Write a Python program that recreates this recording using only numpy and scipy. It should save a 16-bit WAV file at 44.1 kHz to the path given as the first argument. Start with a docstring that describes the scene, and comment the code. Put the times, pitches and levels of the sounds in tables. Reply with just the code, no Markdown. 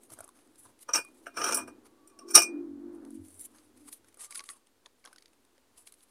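"""Over steady room hiss, a wavering hum and deep rumble, hands smooth a sheet of paper on a wooden table:
grainy noise for the rubbing, short cracks with brief rings for the snaps. From 0.9 s a metal tube beside it is
knocked, dragged away and, at 2.35 s, set down hard, rattling: gritty forces drive its modes and the table top.
A fuzzy hollow tone comes and goes; a low purr, perhaps a far engine, swells from 2.2 s and fades by 4 s: sines
at multiples of an uneven pulse rate. From 2.9 s the sheet is rubbed again, then lifted at about 4.2 s, rubbing
and snapping to the end."""
import sys
import numpy as np
from scipy import signal
from scipy.fft import rfft, irfft, next_fast_len
from scipy.io import wavfile
from scipy.ndimage import uniform_filter1d, map_coordinates

SR = 44100
rng = np.random.default_rng(int(sys.argv[2]) if len(sys.argv) > 2 else 0)


def gain_from_db(level_db):
    """Turn a decibel level (scalar or array-like) into a linear amplitude factor."""
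    decades = np.asarray(level_db, float) / 20
    return 10 ** decades


def generate_wav(signal):
    """Clip the signal to [-1, 1] and save it as 16-bit WAV at the path in sys.argv[1]."""
    frames = np.transpose(np.atleast_2d(signal))
    scaled = np.clip(frames, -1, 1) * 32767
    pcm = np.round(scaled).astype(np.int16)
    wavfile.write(sys.argv[1], SR, pcm)


N = 269010

# Bright noise of sliding fibres and cracks. Each row: frequency in Hz, relative density in dB per Hz.
FIBRE_HISS = [(2940, -25), (5000, -26), (5810, -11), (6180, -9.5), (6630, -8.5), (7250, -7), (7490, -2),
              (9750, 6), (15400, -22.5)]
# Fuller noise of the whole sheet vibrating. Each row: frequency in Hz, relative density in dB per Hz.
SHEET_BODY = [(1060, -39.5), (1800, -3.5), (2220, -2.5), (2570, -5.5), (4790, -3), (5960, -6), (6500, -1),
              (8450, -43), (14300, -120)]


def unit(x):
    """Scaled to rms 1."""
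    return x / np.sqrt(np.mean(x ** 2) + 1e-20)


def along(points, hz):
    """Reads (Hz, value) points on a log frequency axis."""
    f, v = np.transpose(points)
    return np.interp(np.log(hz + 1), np.log(f + 1), v)


def curves(rows):
    """A gate that is open over the rows' span, then one value per sample for each column."""
    s, *cols = np.transpose(rows)
    t = np.arange(N) / SR
    gate = uniform_filter1d(1. * ((t > s[0]) & (t < s[-1])), size=600)
    return [np.abs(gate)] + [np.interp(t, s, c) for c in cols]


def wobble(rate):
    """A smooth random curve, rate knots a second."""
    knots = rng.standard_normal(int(N * rate / SR) + 4)
    return map_coordinates(knots, [np.arange(N) * rate / SR])


def filtered(x, response):
    """x passed through a complex response of frequency."""
    m = next_fast_len(N + SR // 2)
    return irfft(rfft(x, m) * response(np.fft.rfftfreq(m, 1 / SR)), m)[..., :N]


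def resonances(peaks):
    """Causal response of (Hz, width Hz, dB) peaks, brought to unit power for white noise."""
    def response(f):
        h = 0
        for k, (centre, width, db) in enumerate(peaks):
            peak = 1j * f * width / (centre * centre - f * f + 1j * f * width)
            h = h + (-1) ** k * gain_from_db(db) * peak
        return h / np.sqrt(np.mean(np.abs(h) ** 2))
    return response


def coloured(spectrum, grain_db=0, streak_db=0):
    """Noise of rms 1 with the given spectrum; grain makes it gritty, streaks are brief narrow resonances."""
    grit = rng.standard_normal(N) * gain_from_db(grain_db * wobble(900))
    z = signal.stft(grit, nperseg=256)[2]
    field = uniform_filter1d(rng.standard_normal(z.shape), size=2, axis=0)
    field = uniform_filter1d(field, size=14, axis=1)
    streaked = signal.istft(z * gain_from_db(streak_db * unit(field)), nperseg=256)[1][:N]
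    return unit(filtered(streaked, lambda hz: gain_from_db(along(spectrum, hz))))


def bursts(times, levels_db, lengths, rise):
    """Envelope of contacts: a quick rise, then a fall of 60 dB over each length."""
    env, t = np.zeros(N + SR), np.arange(SR // 5) / SR
    for s, db, length in zip(times, levels_db, lengths):
        fall = gain_from_db(db - 60 * t / max(length, .003))
        env[round(s * SR):][:len(t)] += fall * (1 - np.exp(-t / rise))
    return env[:N]


def swells(s, levels_db, rise, fall):
    """One envelope per row of levels: each swell climbs 20 dB per rise time, falls 20 dB per fall time."""
    levels_db = np.atleast_2d(levels_db)
    env = np.zeros((len(levels_db), N))
    for top, db, up, down in zip(s, levels_db.T, np.maximum(rise, .002), np.maximum(fall, .002)):
        first, end = max(round((top - 2 * up) * SR), 0), min(round((top + 2 * down) * SR), N)
        i = np.arange(first, end)
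        away = i / SR - top
        env[:, i] += gain_from_db(db)[:, None] * gain_from_db(-20 * np.maximum(away / down, -away / up))
    return env


def background():
    """Shaped noises add up: steady hiss, a wavering low hum, deep rumble and a faint drift below 70 Hz."""
    # Air of the room. Each row: frequency in Hz, relative density in dB per Hz.
    hiss_shape = [(26, -39), (45, -4), (103, -7.5), (153, -17), (231, -2), (447, -4), (644, -10),
                  (906, -10.5), (1190, -12), (1670, -13.5), (2180, -16), (4120, -17), (5520, -19),
                  (9220, -19), (15400, -25.5)]
    # Low hum, swelling with the drag and under the purr. Each row: time in seconds, level in dB before trim.
    hum_levels = [(0.0, -62.5), (0.8, -68), (1.31, -61), (1.38, -50.5), (1.56, -43), (1.72, -53.5),
                  (1.97, -61.5), (2.21, -56.5), (2.45, -43.5), (2.75, -54), (3.07, -52.5), (3.11, -61.5),
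                  (3.91, -68.5), (4.64, -88.5), (5.42, -71.5), (6.1, -87)]
    # Colour of that hum. Each row: frequency in Hz, relative density in dB per Hz.
    hum_shape = [(150, -120), (185, -15), (250, 0.5), (330, 2), (450, -10), (700, -16), (1500, -24),
                 (2500, -40.5), (3000, -120)]
    # Rumble through the table as hands and tube move.
    # Each row: top in seconds, level in dB, rise in seconds, fall in seconds.
    rumble_swells = [(0.13, -64.5, 0.056, 0.044), (0.21, -64, 0.046, 0.054), (0.52, -82, .25, 0.136),
                     (0.67, -70.5, .1, .09), (0.961, -69, .1, 0.13), (1.4, -71, .06, .5),
                     (1.65, -68.5, .4, .16), (1.9, -79.5, .05, .8), (2.32, -73, .05, .03),
                     (4.1, -79, .4, .5), (5.04, -87, .07, 0.13), (5.3, -84.5, .05, .3)]
    hum_db = curves(hum_levels)[1]
    hum = gain_from_db(hum_db - 2.0 + 1.5 * wobble(7.1)) * coloured(hum_shape)
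    deep = coloured([(30, -120), (55, -10.5), (100, -3.0), (135, -4.0), (165, -120)])
    rumble = swells(*np.transpose(rumble_swells))[0] * deep
    drift = gain_from_db(-91.5) * coloured([(5, 1), (30, -3), (50, -12.5), (70, -120)])
    hiss = gain_from_db(-71.5 + 0.75 * wobble(1.7)) * coloured(hiss_shape)
    return hiss + hum + rumble + drift


def rubbing():
    """Skin and paper fibres slide in fine grains; the sheet's body and the wood sound under them."""
    # Fingers sliding on the sheet and the sheet on the wood. Each row: top in seconds, level in dB,
    # rise in seconds, fall in seconds, pressure on the wood in dB relative to the level.
    rubs = [(0.034, -61.5, 0.041, 0.072, -11), (0.103, -60.5, 0.0074, 0.034, -2.5),
            (0.125, -55.5, 0.01, 0.045, -15), (0.19, -66.5, 0.06, 0.16, 8.5), (0.36, -75, 0.086, 0.56, -4),
            (0.585, -58, 0.012, 0.073, -35), (0.625, -64, 0.054, 0.07, -38),
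            (0.656, -67.5, 0.014, 0.054, 9.5), (0.811, -57.5, 0.011, 0.029, -18.5),
            (0.832, -54.5, .03, .008, -17), (1.05, -63.5, .02, .01, -6), (1.09, -71.5, 0.026, 0.042, 4.5),
            (1.151, -66.5, 0.013, 0.0346, -21), (1.24, -71.5, .2, .04, -10.5), (1.858, -70.5, .03, .07, 3),
            (2.956, -74, .05, .02, -1), (3.148, -66.5, .15, .04, -18), (3.28, -63, 0.13, 0.179, -18),
            (3.35, -69, .1, 0.085, -18.5), (3.41, -51.5, 0.054, 0.0445, -60), (3.46, -50, .08, 0.0061, -36),
            (3.554, -70.5, .06, 0.12, 3.5), (3.644, -70, 0.136, 0.062, -11.5),
            (3.776, -67.5, .025, .12, -10.5), (3.892, -53.5, 0.051, 0.022, -11.5),
            (3.93, -49.5, .015, 0.039, -23), (4.088, -68, 0.053, 0.0183, -5), (4.176, -77.5, 0.089, .03, 6),
            (4.197, -50, 0.0077, .05, -11), (4.212, -44, 0.021, 0.039, -26),
            (4.242, -52.5, 0.016, 0.066, -16), (4.312, -51, 0.0107, .09, -12),
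            (4.352, -48, 0.011, .05, -18.5), (4.382, -47.5, 0.042, .012, -17),
            (4.398, -60, 0.0075, 0.035, 4), (4.46, -56.5, 0.021, 0.057, -16),
            (4.49, -66, 0.00524, 0.019, 8), (4.508, -53, 0.032, 0.0268, -28),
            (4.538, -60.5, 0.019, 0.053, -4), (4.666, -72, .007, .025, -9.5),
            (4.864, -69.5, 0.0212, .013, 6.5), (4.998, -66, .02, .027, -8), (5.05, -64, .007, 0.068, 7.5),
            (5.1, -78.5, .03, .4, 2), (5.334, -78, .03, .015, -4), (5.46, -88, 0.09, 0.021, 2),
            (5.566, -86, .1, .15, 6), (5.778, -59.5, .03, .07, -13), (5.876, -51.5, 0.0153, .02, -12.5),
            (5.922, -66.5, .01, .055, -16), (6.038, -64, .09, 0.014, -15), (6.085, -72, .03, .05, -5)]
    lifted_from_s, lifted_to_s = 4.15, 5.7  # off the table, the thin top of the hiss weakens
    top_flat_db, top_lifted_db = -8.5, -20.5
    body_db, body_per_pressure = -4, .35  # body over the hiss, and its gain in dB per dB of pressure

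    fibres = coloured(FIBRE_HISS, grain_db=2, streak_db=3.5)
    body = coloured(SHEET_BODY, grain_db=2.5, streak_db=2.5)
    # the hiss splits at 11.5 kHz into a main part and its thin top
    hiss = unit(filtered(fibres, lambda hz: 1 / (1 + ((hz + 1) / 11500) ** 16)))
    air = unit(filtered(fibres, lambda hz: 1 / (1 + ((hz + 1) / 11500) ** -16)))
    wood_shape = [(120, -120), (200, -1), (400, 4.5), (700, 2), (1100, 6.0), (1700, -2.5), (2200, -120)]
    wood = coloured(wood_shape, grain_db=-3.0, streak_db=2.0)

    s, db, rise, fall, pressure_db = np.transpose(rubs)
    top_db = np.where((s > lifted_from_s) & (s < lifted_to_s), top_lifted_db, top_flat_db)
    sheet_db = body_db + body_per_pressure * pressure_db
    env = swells(s, [db, db + top_db, db + sheet_db, db + pressure_db], rise, fall)
    return gain_from_db(3 * wobble(60)) * np.sum(env * [hiss, air, body, wood], axis=0)


def snaps():
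    """Each snap is a short crack; the sheet rings briefly at a high and a low pitch set by how it is bent."""
    # Creases snapping and edges ticking. Each row: start in seconds, level in dB before trims,
    # body and tap in dB relative to it (also before trims), pitch of the low ring in Hz.
    creases = [(0.0338, -39, -15, -31, 570), (0.0997, -46.5, -20, -11, 1220),
               (0.1186, -32.5, -32, -12.5, 645), (0.1344, -33.5, -31.5, -16, 1250),
               (0.1875, -32, -26, -7, 640), (0.2054, -25.5, -22, -9.5, 655), (0.2414, -31, -27, -14.5, 640),
               (0.2773, -40, -19, -10, 1150), (0.2892, -36, -14, -10, 1050), (0.3714, -50, -10, -17, 570),
               (0.389, -57.5, 2, -2, 700), (0.4734, -51, -10, -17, 1340), (0.5566, -48, -3, -19, 1490),
               (0.6594, -56.5, -17, 9, 990), (0.7906, -44.5, -9, -41, 1650), (1.048, -36, -27, -10.5, 1135),
               (1.086, -48.5, -21, -6, 1160), (1.1433, -49, -16, -21, 1280), (1.175, -53.5, -13, -21, 1280),
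               (1.2, -54.5, -15, -21, 1275), (2.9492, -48, -20.5, -11.5, 692), (3.05, -47, -2.5, -19, 1324),
               (3.1058, -39.5, -23.5, -13.5, 669), (3.1438, -45.5, -28.5, -10, 510),
               (3.2829, -39, -27.5, -23, 595), (3.3428, -37.5, -26, -35, 1688),
               (3.3942, -31, -18, -39.5, 1450), (3.5468, -51.5, -11, -1, 910), (3.5844, -56, 7, -5, 1356),
               (3.7744, -50.5, -4.5, -22, 1220), (3.8836, -38.5, -9, -24.5, 1250),
               (3.9275, -31.5, -7.5, -39, 1209), (4.0444, -54, -5, -4, 1561), (4.0844, -51, -6, -20.5, 570),
               (4.126, -53, -4.5, -16, 600), (4.143, -43.5, -8, -19, 650), (4.1712, -45.5, -23, -7.5, 501),
               (4.2068, -35, -18, -24, 1581), (4.2358, -31, -16, -32, 1019),
               (4.3071, -30.5, -11.5, -19, 1400), (4.3238, -37, 2, -22, 635),
               (4.3464, -31, -4.5, -28, 1460), (4.352, -25, -18, -17, 1440), (4.3562, -27, -1.5, -18, 1400),
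               (4.3755, -32, -5, -33.5, 1290), (4.3931, -50, 20.5, -3, 623), (4.4044, -37.5, 0.5, -2, 1110),
               (4.4383, -39.5, -5, -13, 1205), (4.4894, -32, -3, -29, 560), (4.5004, -34, -17, -6, 1945),
               (4.6694, -53, -1.5, -16.5, 840), (4.8594, -51.5, 16.5, -6, 1020), (5.0414, -64, 18, 2, 627),
               (5.0514, -35, -7, -6.5, 1574), (5.0582, -48.5, 9.5, -14, 964), (5.0744, -50, 5, 8.5, 1106),
               (5.1287, -39, -5.5, -7, 1527), (5.1602, -45.5, 3, -6, 1500), (5.1821, -48.5, 5, -19, 1325),
               (5.207, -58.5, -1.5, -20, 1330), (5.2225, -46, 2.5, -24, 1330),
               (5.2574, -49.5, 8, -26, 1320), (5.2794, -55, 0, -19, 1332), (5.3324, -58.5, 1.5, -16, 751.6),
               (5.4494, -51, -3.5, -17.5, 1071), (5.5794, -57.5, 4.5, 5, 550),
               (5.7778, -44.5, -11.5, -26.5, 896), (5.8726, -42.5, 3, -14.5, 1175),
               (5.9224, -36, -10, -26, 1176), (5.939, -42.5, -10, -29, 1200),
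               (6.006, -54.5, 1.5, -20, 1000), (6.0294, -53, -2, -31, 1520)]
    overtone = 7 / 2  # the high ring over the low pitch
    s, db, body_db, tap_db, tap_hz = np.transpose(creases)
    length = 0.016 * np.exp(0.24 * rng.standard_normal(len(s)))  # seconds
    tap_shape = [(300, -120), (500, -17.5), (1500, 14.5), (2300, -120)]
    crack = bursts(s, db - 4.5, length, rise=0.00134) * coloured(FIBRE_HISS, grain_db=-2.5)
    body = bursts(s, db + body_db - 6.0, length, rise=0.00052) * coloured(SHEET_BODY, grain_db=4.5)
    tap = bursts(s, db + tap_db - 6.5, length, rise=0.001) * coloured(tap_shape)

    rings, t = np.zeros(N + SR), np.arange(SR // 10) / SR
    for start, high_db, low_db, low_hz in zip(s, db + body_db - 6, db + tap_db - 4, tap_hz):
        high = gain_from_db(high_db - 60 * t / .013) * np.sin(2 * np.pi * overtone * low_hz * t)
        low = gain_from_db(low_db - 60 * t / 0.033) * np.sin(2 * np.pi * low_hz * t)
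        rings[round(start * SR):][:len(t)] += (high + low) * (1 - np.exp(-t / 0.00029))
    return crack + body + tap + rings[:N]


def ring(force, levels_db, damping, clatter_db):
    """One touch: a gritty force drives the table and three groups of tube modes, each touch at new strengths.

    levels_db: middle tube modes, wood, low tube modes, bright tube modes.
    """
    # Modes of the tube. Each row: frequency in Hz, ringing strength in dB, time to die by 60 dB in seconds
    # when free, before the limit below.
    tube_modes = [(2344.5, -16.5, 0.066), (2440, -9, 0.26), (2560, -27, 0.068), (2730, -19, 0.063),
                  (2944, -23, 0.066), (3193, -23.5, 0.036), (3818, -28.5, .07), (4740, -26.5, 0.33),
                  (5352, -17, .06), (5442, 0, 0.034), (5803, -4, 0.055), (6020, -6.5, .045),
                  (5910, -18, .05), (6480, -15.5, 0.065), (7230, -9.5, 0.11), (7570, -8, 0.036),
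                  (7900, -11.5, 0.083), (8270, -5.5, 0.45), (8150, -4, .09), (8860, 3, 0.021),
                  (9214, 3, 0.015), (9460, -3, 0.061), (10200, -16, 0.041), (10900, -3, 0.017),
                  (11770, -19, .05), (12130, -11, .05), (13690, -15, 0.07), (14260, -16.5, 0.062),
                  (14085, -21, .05), (14500, -19.5, .04), (15200, -16.5, .05)]
    # Resonances of the table top. Each row: frequency in Hz, width in Hz, mean level in dB.
    table_top = [(279, 58, -8), (400.4, 100, -6), (510, 80, -5), (680, 64, -2), (893, 50, -6.5),
                 (1000, 92, -4), (1220, 77, 2.5), (1400, 150, 0), (1630, 150, -7.5), (1900, 140, -18.5)]
    ring_limit = 90  # higher modes die sooner: t60 stays under this over Hz to the power 3/4
    f = np.fft.rfftfreq(12000, 1 / SR)
    modes = []
    for (hz, db, t60), detune, luck in zip(tube_modes, *rng.standard_normal((2, len(tube_modes)))):
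        # a resonance is wider the faster it decays
        width = damping * np.log(1000) / np.pi / min(t60, ring_limit / hz ** (3 / 4))
        modes.append((hz * (1 + 0.0026 * detune), width, db + 10 * np.log10(t60) + 3 * luck))
    wood = [(hz, width, db + 3 * rng.standard_normal()) for hz, width, db in table_top]
    middle, low, bright = [[m for m in modes if lo < m[0] < hi]
                           for lo, hi in [(3500, 6900), (0, 3500), (6900, SR)]]

    roughness = uniform_filter1d(rng.standard_normal(len(force)), size=30) * np.sqrt(30)
    grit = rng.standard_normal((4, len(force))) * gain_from_db(1.3 * roughness)
    # the force alone sets the energy
    grit /= np.linalg.norm(grit * force, axis=1, keepdims=True) / np.linalg.norm(force) + 1e-9
    spectrum = 0
    for peaks, db, noise in zip([middle, wood, low, bright], levels_db, grit):
        shape = resonances(peaks)(f)
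        # dense weak modes between the strong ones
        clatter = gain_from_db(clatter_db) * np.sqrt(uniform_filter1d(np.abs(shape) ** 2, size=240))
        spectrum = spectrum + gain_from_db(db) * rfft(force * noise, n=12000) * (shape + clatter)
    return irfft(spectrum)[:9700]


def tube():
    """Blows are short decaying forces; a drag is a chain of overlapping touches."""
    # Contacts of the tube with the table. Each row: start in seconds, force in dB, weight on the wood in dB
    # before trim, hardness (level of the bright modes) in dB.
    contacts = [(0.9347, -14, -19.5, -13.5), (0.9364, -25, -10.5, -14), (0.9447, -18, -10, -7.5),
                (0.9534, -15.5, -8, -8), (0.9613, -26.5, -10, -10), (0.9739, -33.5, 7, 0),
                (0.9812, -39.5, 4, 0.5), (0.987, -43, 9.5, 4.5), (1.2593, -52, 7, -8),
                (1.2662, -47.5, 11.5, -1.5), (1.3672, -34.5, 3.5, -3.5), (1.3736, -31.5, 6, -14),
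                (1.4145, -22.5, -0.5, -23), (1.4378, -15.5, -12, -17), (1.4605, -23.5, -1.5, -3),
                (1.4875, -22.5, -0.5, -7.5), (1.5086, -22, -3, -6.5), (1.5205, -18, -8.5, -6.5),
                (1.5432, -18, -16.5, 5), (1.569, -28.5, -4.5, 11.5), (1.572, -37, 10, -4.5),
                (1.584, -37, 7, 0.5), (1.6745, -51, 13.5, 7.5), (2.0723, -56.5, -3.5, 11),
                (2.0964, -59.5, 1, 1.5), (2.188, -41, -9, -5.5), (2.303, -33, -16, -3),
                (2.3089, -46, 3, 15), (2.3518, 0.5, -23.5, -3), (2.356, -0.5, -23.5, -12),
                (2.3621, -14, -4.5, -9.5), (2.3759, -8, -8, -10), (2.3869, -15.5, -11, -3.5),
                (2.4002, -20.5, -13, -7), (2.4181, -17, -15.5, -5.5), (2.4309, -22.5, -16.5, -13)]
    # Pushes of the tube over the wood. Each row: top in seconds, level in dB, rise in seconds,
    # fall in seconds, weight on the wood in dB relative to the level.
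    pushes = [(0.89, -47, 0.0093, 0.029, 10), (0.933, -36, 0.0019, 0.0024, -12),
              (1.372, -42, 0.01, 0.058, 3), (1.405, -42, 0.018, 0.053, 5), (1.442, -33, 0.0031, 0.01, -6),
              (1.49, -41, 0.12, 0.063, 7), (1.545, -34.5, 0.047, .025, -3.5),
              (1.592, -44, 0.035, .035, 4.5), (1.684, -60, 0.019, 0.0096, 9.5),
              (2.288, -51.5, 0.011, .05, -4), (2.318, -50, 0.046, 0.0223, -14),
              (2.345, -27, 0.0046, 0.0256, -11.5), (2.352, -13.5, 0.0086, .003, -12.5)]
    held_from_s, held_to_s = 1.34, 2.33  # the hand holds the tube and damps it
    rattle_s = .03  # a contact's force dies by 60 dB in this time
    # low modes: dB at zero weight and hardness, dB gained per dB of weight, dB lost per dB of hardness
    low_ring_db, low_per_weight, low_per_hardness = -5, .7, 0.17
    drag_low_db, drag_bright_db = -7.5, -4  # low modes (at zero weight) and bright modes in a drag
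    least_push_db = -63  # pushes below this level are left out

    out, t = np.zeros(N + SR), np.arange(SR // 8) / SR
    for s, db, weight_db, hard_db in contacts:
        held = held_from_s < s < held_to_s
        onset_s = .002 if held else .0004
        force = gain_from_db(db - 60 * t / rattle_s) * (1 - np.exp(-t / onset_s))
        low_db = low_ring_db + low_per_weight * weight_db - low_per_hardness * hard_db
        levels_db = [-3, weight_db + 0.5, low_db, hard_db]
        sound = ring(force, levels_db, damping=1.6 if held else 1, clatter_db=-13 if held else -7)
        out[round(s * SR):][:len(sound)] += sound

    s, db, rise, fall, weight_db = np.transpose(pushes)
    push, lean = swells(s, [db, db + weight_db], rise, fall)
    push_slip = push * gain_from_db(3.0 * wobble(110))  # stick and slip
    for i in range(600, N - 600, 600):
        near = slice(i - 600, i + 600)
        if push[near].max() > gain_from_db(least_push_db):
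            wood_db = 20 * np.log10(lean[near].sum() / push[near].sum())
            levels_db = [0, wood_db, drag_low_db + low_per_weight * wood_db, drag_bright_db]
            touch = np.sqrt(np.hanning(1200)) * push_slip[near]
            sound = ring(touch, levels_db, damping=1.8, clatter_db=-14.5)
            out[near.start:][:len(sound)] += sound
    return out[:N]


def hollow():
    """A narrow noisy tone: a sine whose phase and size wander quickly."""
    # A fuzzy hollow tone that comes and goes. Each row: top in seconds, level in dB, rise in seconds,
    # fall in seconds, mean pitch in Hz.
    hollow_tones = [(2.15, -71, 0.56, 0.042, 1145), (2.22, -49.5, 0.036, .06, 1119),
                    (2.3, -54, .1, .01, 1118), (4.22, -60.5, .06, 0.16, 1212),
                    (4.41, -55, 0.13, 0.031, 1108), (4.491, -46, 0.005, 0.027, 1154),
                    (4.55, -63, 0.037, .08, 1109)]
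    s, db, rise, fall, pitch_hz = np.transpose(hollow_tones)
    hz = np.interp(np.arange(N) / SR, s, pitch_hz)
    tone = np.sin(2 * np.pi * np.cumsum(hz * (1 + 0.018 * wobble(70))) / SR)
    return swells(s, db, rise, fall)[0] * gain_from_db(5.2 * wobble(45)) * tone


def purr():
    """Multiples of an uneven pulse rate under a sliding resonance; the second multiple stands alone in the bass."""
    # Loudness of the purr. Each row: time in seconds, level in dB.
    throb_levels = [(2.2, -76), (2.25, -51.5), (2.36, -38), (2.454, -49), (2.6, -37), (2.72, -44.5),
                    (2.936, -42.5), (3.052, -50), (3.146, -42), (3.276, -56.5), (3.342, -77), (3.492, -68),
                    (3.864, -64.5), (4.0, -86)]
    # Throbs of its bass note. Each row: top in seconds, level in dB, rise in seconds, fall in seconds.
    bass_swells = [(2.39, -61, .05, .07), (2.6, -68.5, 0.057, .2), (2.72, -62, 0.076, 0.311),
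                   (3.052, -65, .2, .15), (3.206, -48, 0.037, 0.095), (3.342, -66.5, .1, .3),
                   (3.864, -70.5, 0.34, .1)]
    pulses_hz, slows_from_s, sag_hz_per_s = 48.35, 2.9, 7  # mean pulse rate; it winds down for one second
    peak_start_hz, peak_end_hz, peak_slide_s = 380, 281, .4  # the resonance sinks towards the end pitch

    gate, throb_db = curves(throb_levels)
    t = np.arange(N) / SR
    rate = pulses_hz - sag_hz_per_s * np.clip(t - slows_from_s, 0, 1)
    since_start = np.maximum(t - throb_levels[0][0], 0)
    peak_hz = peak_end_hz + (peak_start_hz - peak_end_hz) * np.exp(-since_start / peak_slide_s)
    phase = 2 * np.pi * np.cumsum(rate * (1 + .012 * wobble(6.9))) / SR
    throb = np.zeros(N)
    for k in range(5, 11):
        gain = np.exp(-((k * rate - peak_hz) / 58) ** 2)
        throb += gain * gain_from_db(3 * wobble(18)) * np.sin(k * phase + .5 * wobble(22))
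    bass = np.sin(2 * phase + .7 * wobble(23)) * gain_from_db(3.5 * wobble(18))
    return gate * gain_from_db(throb_db) * unit(throb) + swells(*np.transpose(bass_swells))[0] * bass


def room(x):
    """Decaying noise as the room's answer: each frequency dies at its own speed."""
    # Reverberation. Each row: frequency in Hz, time to die by 60 dB in seconds.
    decay_times = [(300, 0.088), (2000, 0.11), (10000, 0.11)]
    hz, t, z = signal.stft(rng.standard_normal(SR // 2), SR, nperseg=256)
    fade = gain_from_db(-60 * t / along(decay_times, hz)[:, None])
    tail = signal.istft(z * fade, SR, nperseg=256)[1]
    late = np.pad(x, (200, 0))  # the answer comes 200 samples later
    return signal.fftconvolve(late, tail / np.linalg.norm(tail))[:N]


def scene():
    """All sources in a small room; the microphone picks up little of the near sounds below about 150 Hz."""
    metal, paper = tube(), rubbing() + snaps() + hollow()
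    near = metal + paper + room(gain_from_db(-7.5) * metal + gain_from_db(-22) * paper)
    near = filtered(near, lambda f: (1j * f / (150 + 1j * f)) ** 2)
    return (near + purr() + background())[None]


def low_pass(x):
    """Removes everything above the highest recorded frequency."""
    return signal.sosfilt(signal.butter(12, 15540, fs=SR, output="sos"), x)


def record(dry):
    """Peaks beyond full scale clip, and the converter adds a tiny offset."""
    mix = np.clip(dry, -1, 1) - .0002
    return low_pass(mix)


dry = scene()
out = record(dry)
generate_wav(out)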